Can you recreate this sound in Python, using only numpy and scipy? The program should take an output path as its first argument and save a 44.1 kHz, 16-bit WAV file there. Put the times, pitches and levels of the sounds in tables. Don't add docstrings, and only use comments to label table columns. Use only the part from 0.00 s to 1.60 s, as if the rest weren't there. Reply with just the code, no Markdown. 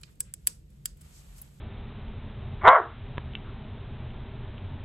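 import sys
import numpy as np
from scipy import signal
from scipy.fft import rfft, irfft
from scipy.io import wavfile

SR = 44100
rng = np.random.default_rng(int(sys.argv[2]) if len(sys.argv) > 2 else 0)


def to_wav(s):
    ch = np.atleast_2d(s).T
    pcm = np.round(np.clip(ch, -1, 1) * 32767)
    wavfile.write(sys.argv[1], SR, pcm.astype(np.int16))


N = 70560
TIME = np.arange(N) / SR
FREQS = np.fft.rfftfreq(N, 1 / SR)

# f/Hz, right boost and left cut/dB
CLASP_PAN = [(400, 0.5), (1100, 1.1), (2200, -1), (3000, 4.5), (4700, 4), (6000, 0), (7500, 2), (9000, 2.5)]


def from_db(db):
    return 10 ** (np.asarray(db) / 20)


def rms_one(x):
    return x / np.sqrt(np.mean(x ** 2) + 1e-20)


def at_hz(points, hz):
    f, value = np.transpose(points)
    return np.interp(np.log(np.maximum(hz, 1)), np.log(f), value)


def coloured(x, spectrum):
    return rms_one(irfft(rfft(x) * from_db(at_hz(spectrum, FREQS)), N))


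def band_pass(x, edges_hz):
    band = signal.butter(2, np.clip(edges_hz, 50, 19000), "band", fs=SR, output="sos")
    return signal.sosfilt(band, x)


def impulses(times, gains):
    out = np.zeros(N)
    np.add.at(out, np.clip(np.round(times * SR).astype(int), 0, N - 1), gains)
    return out


def through(x, response):
    return signal.fftconvolve(np.atleast_2d(x), response, axes=-1)[:, :N]


def scatter(t60_s, delay_s):
    tail = rng.standard_normal((2, N)) * from_db(-60 * TIME / t60_s) * (TIME >= delay_s)
    return rms_one(tail) / np.sqrt(N)


def shifting_scatter(x, t60_s, delay_s, pose_s=0.13):
    pose = TIME // pose_s
    return sum(through(x * (pose == k), scatter(t60_s, delay_s)[:, :4096]) for k in np.unique(pose))


def room_tone(rumble_db=-52.5, hiss_db=-74.5, pan_db=0.5):
    # f/Hz, relative level/dB
    air_spectrum = [(18, -19.5), (30, -14), (43, 4.5), (65, 1.5), (105, -5), (145, -3), (205, -11),
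                    (250, -19), (450, -23.5), (800, -39.5), (1400, -76)]
    # f/Hz, correlation
    air_likeness = [(40, 0.96), (140, 0.96), (300, 0.7), (600, 0.34)]
    # f/Hz, level/dB
    fan_tones = [(44, -68), (143, -63.5)]
    # f/Hz, relative level/dB
    hiss_spectrum = [(500, 3), (1000, -2), (3000, 1), (6000, -5), (8000, -2.5), (11000, -3.5), (14000, -7),
                     (16000, -24)]
    mid, side = rfft(rng.standard_normal((2, N)))
    alike = at_hz(air_likeness, FREQS)
    air = irfft(np.sqrt(1 + alike) * mid + np.sqrt(1 - alike) * side * [[1], [-1]], N)
    hum = sum(from_db(db) * np.sqrt(2) * np.sin(2 * np.pi * (hz * TIME + rng.random()))
              for hz, db in fan_tones)
    rumble = from_db(rumble_db) * coloured(air, air_spectrum)
    hiss = from_db(hiss_db) * coloured(rng.standard_normal((2, N)), hiss_spectrum)
    return (rumble + hum) * from_db([[-pan_db], [pan_db]]) + hiss


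def hand_bumps(thud_hz=46.8, length_s=0.14):
    # t/s, level/dB
    pushes = [(0.849, -45.5), (1.248, -43)]
    times, db = np.transpose(pushes)
    thud = np.sin(2 * np.pi * thud_hz * TIME) * np.sin(np.pi * np.minimum(TIME / length_s, 1))
    return through(impulses(times, from_db(db)), thud[None])


def cloth_rustle(gain_db=4, catches_per_s=1000, catch_db=-7, spread_db=4.5):
    # t/s, level before gain_db/dB
    rustle_levels = [(0.0, -72.5), (0.12, -73), (0.262, -91), (0.414, -75), (0.556, -75), (0.65, -92.5),
                     (0.72, -76), (0.8, -79), (0.95, -78), (1.05, -65), (1.242, -66), (1.43, -64),
                     (1.514, -71), (1.6, -71)]
    # f/Hz, relative level/dB
    cloth_spectrum = [(250, -0.5), (600, 8), (1500, 4.5), (3000, 4), (5500, -1), (8000, 4), (11000, 3),
                      (13500, -5.5), (16000, -17.5)]
    level_db = gain_db + np.interp(TIME, *np.transpose(rustle_levels))
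    caught = rng.random(N) < catches_per_s / SR
    strength = from_db(spread_db * np.minimum(rng.exponential(1, N), 2))
    friction = rng.standard_normal((2, N))
    catches = from_db(catch_db) * rms_one(caught * strength * rng.standard_normal((2, N)))
    return from_db(level_db) * coloured(friction + catches, cloth_spectrum)


def finger_strokes(width_octaves=1.37):
    # middle t/s, length/s, centre f/Hz, peak level/dB
    strokes = [(0.087, 0.038, 1680, -66), (0.281, 0.092, 2070, -67), (1.173, 0.092, 6550, -58),
               (1.382, 0.047, 8600, -58)]
    out = np.zeros((2, N))
    for middle, length, hz, db in strokes:
        edges_hz = hz * 2 ** (np.array([-.5, .5]) * width_octaves)
        friction = rms_one(band_pass(rng.standard_normal((2, N)), edges_hz))
        swell = np.exp(-(2 * (TIME - middle) / length) ** 2)
        out += from_db(db) * friction * swell
    return out


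def link_contacts(touch_db=-4, jitter_s=0.00052):
    # t/s, relative level/dB
    ticks = [(0.0134, -25), (0.1112, -35), (0.1544, -37), (0.2005, -23), (0.4698, -10), (0.704, -35.5),
             (0.8534, -22), (0.9714, -29.5), (1.011, -25.5), (1.016, -21.5), (1.382, -21), (1.389, -26),
             (1.5424, -35)]
    tick_colour = (-13.5, -15, -13, -5, 1.5, -6.5, -7)
    touch_offsets = (-.001, 0, 0.0029)
    return [(t + offset + jitter_s * rng.standard_normal(), *(db + touch_db + np.array(tick_colour)), 0)
            for t, db in ticks for offset in touch_offsets]


def clasp_pan(hz):
    return from_db(np.array([[-1], [1]]) * at_hz(CLASP_PAN, hz))


def steel_pings():
    # t/s, f/Hz, level/dB, t60/s
    pings = [(0.0357, 2550, -48, .01), (0.2069, 1660, -52, .045), (0.2058, 3030, -50, .028),
             (0.2058, 5070, -41.5, .03), (0.2058, 7700, -44, .028), (0.2058, 9800, -21.5, .011),
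             (0.4719, 1067, -54, .03), (0.472, 2485, -42.5, .02), (0.4716, 4740, -33.5, .02),
             (0.4719, 8595, -46.5, .12), (0.4719, 10900, -16, .02), (0.8566, 7330, -28, .026)]
    out = np.zeros((2, N))
    for start, hz, db, t60 in pings:
        age = TIME - start
        decay = from_db(db - 60 * abs(age) / t60) * (age >= 0)
        out += clasp_pan(hz) * decay * np.sin(2 * np.pi * hz * age)
    return out


def clasp(chatter_db=-11):
    colour_hz = (900, 2000, 4700, 7800, 10200, 13800, 15300)
    # t/s, drive level/dB at each of colour_hz, room send/dB
    snaps = [ (0.0327, -50, -28, -33, -18, -21.5, -40, -37, 6),
             (0.0343, -35, -18, -14, -27, -34, -46, -43, -0.5),
             (0.2037, -19, -28.5, -21, 0.5, 1, -7, -6, 3), (0.2057, -15, -24, -17.5, 2, 9.5, -0.5, -17, -6),
             (0.3385, -26.5, -25.5, -21.5, -4, -1, -11, -16, -3.5),
             (0.4717, -10.5, -8, -4, 7.5, 15, 12.5, 0, 0.5),
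             (0.4759, -18.5, -21, -18, -3, -3.5, -8, -7.5, -6.5),
             (0.8567, -19, -12.5, -9.5, -0.5, 4, 2, 1.5, 0), (0.8573, -27, -15.5, -17, -13, -4, 1, -8, -4),
             (1.4162, -46, -43.5, -43, -38, -8, -10, -19, -2),
             (1.419, -42, -53, -38, -34, -9.5, -11.5, -20, 5),
             (1.4213, -40, -53, -41.5, -35.5, -18, -13, -18, -8), ]
    # f/Hz, width/Hz, gain/dB
    resonances = [(324, 300, -5.5), (1080, 350, -8.5), (1590, 565, -2), (2466, 600, -1.5), (3100, 590, -6),
                  (3900, 980, -7), (4685, 790, -6), (6000, 1900, -8.5), (7640, 750, -1.5),
                  (8870, 1490, -0.5), (10280, 970, 1), (11500, 1400, -14), (13700, 1000, 0),
                  (15450, 1500, 3)]
    # f/Hz, gain/dB
    tray_colour = [(500, -2.5), (2000, 3), (5000, 4), (9000, -4), (15000, -6)]
    # f/Hz, gain/dB
    room_colour = [(500, 3), (1500, -6), (3000, -14), (5500, -4), (8000, -17.5), (10400, -22.5),
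                   (15000, -31.5)]
    contacts = np.array(snaps + link_contacts())
    times, colours, send_db = contacts[:, 0], contacts[:, 1:-1], contacts[:, -1]
    direct, to_tray, to_room = np.zeros((3, 2, N))
    for k, (hz, width, db) in enumerate(resonances):
        drive_db = np.array([np.interp(np.log(hz), np.log(colour_hz), colour) for colour in colours])
        gains = (-1) ** k * from_db(db + drive_db)
        blows = np.array([impulses(times, gains), impulses(times, gains * from_db(send_db))])
        ring, sent = band_pass(blows + 1e-18, [hz - width / 2, hz + width / 2])
        pan = clasp_pan(hz)
        direct += pan * ring
        to_tray += pan * ring * from_db(at_hz(tray_colour, hz))
        to_room += pan * sent * from_db(at_hz(room_colour, hz))
    chatter = from_db(chatter_db) * shifting_scatter(direct, t60_s=0.005, delay_s=0)
    tray = shifting_scatter(to_tray, t60_s=0.022, delay_s=0.00048)
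    room = through(to_room, scatter(t60_s=0.24, delay_s=0.0085))
    return direct + chatter + tray + room


def scene():
    return clasp() + steel_pings() + cloth_rustle() + finger_strokes() + hand_bumps() + room_tone()


def record(dry):
    # f/Hz, phase/rad
    phase_lag = [(6800, 0.2), (8200, 0.7), (9000, 2.4), (9750, 3), (10500, 3.96), (11500, 4.98),
                 (12400, 6.1), (13500, 8.3), (14400, 8.4), (15200, 9.7), (16000, 10)]
    shared_above_hz, cutoff_hz = 6900, 16400
    left, right = rfft(dry)
    shared = 1 / (1 + (shared_above_hz / np.maximum(FREQS, 1)) ** 24)
    late_left = left * np.exp(-1j * at_hz(phase_lag, FREQS))
    right = np.sqrt(1 - shared) * right + np.sqrt(shared) * late_left
    top_cut = signal.ellip(10, .3, 80, cutoff_hz, fs=SR, output="sos")
    return signal.sosfilt(top_cut, irfft(np.array([left, right]), N))


dry = scene()
out = record(dry)
to_wav(out)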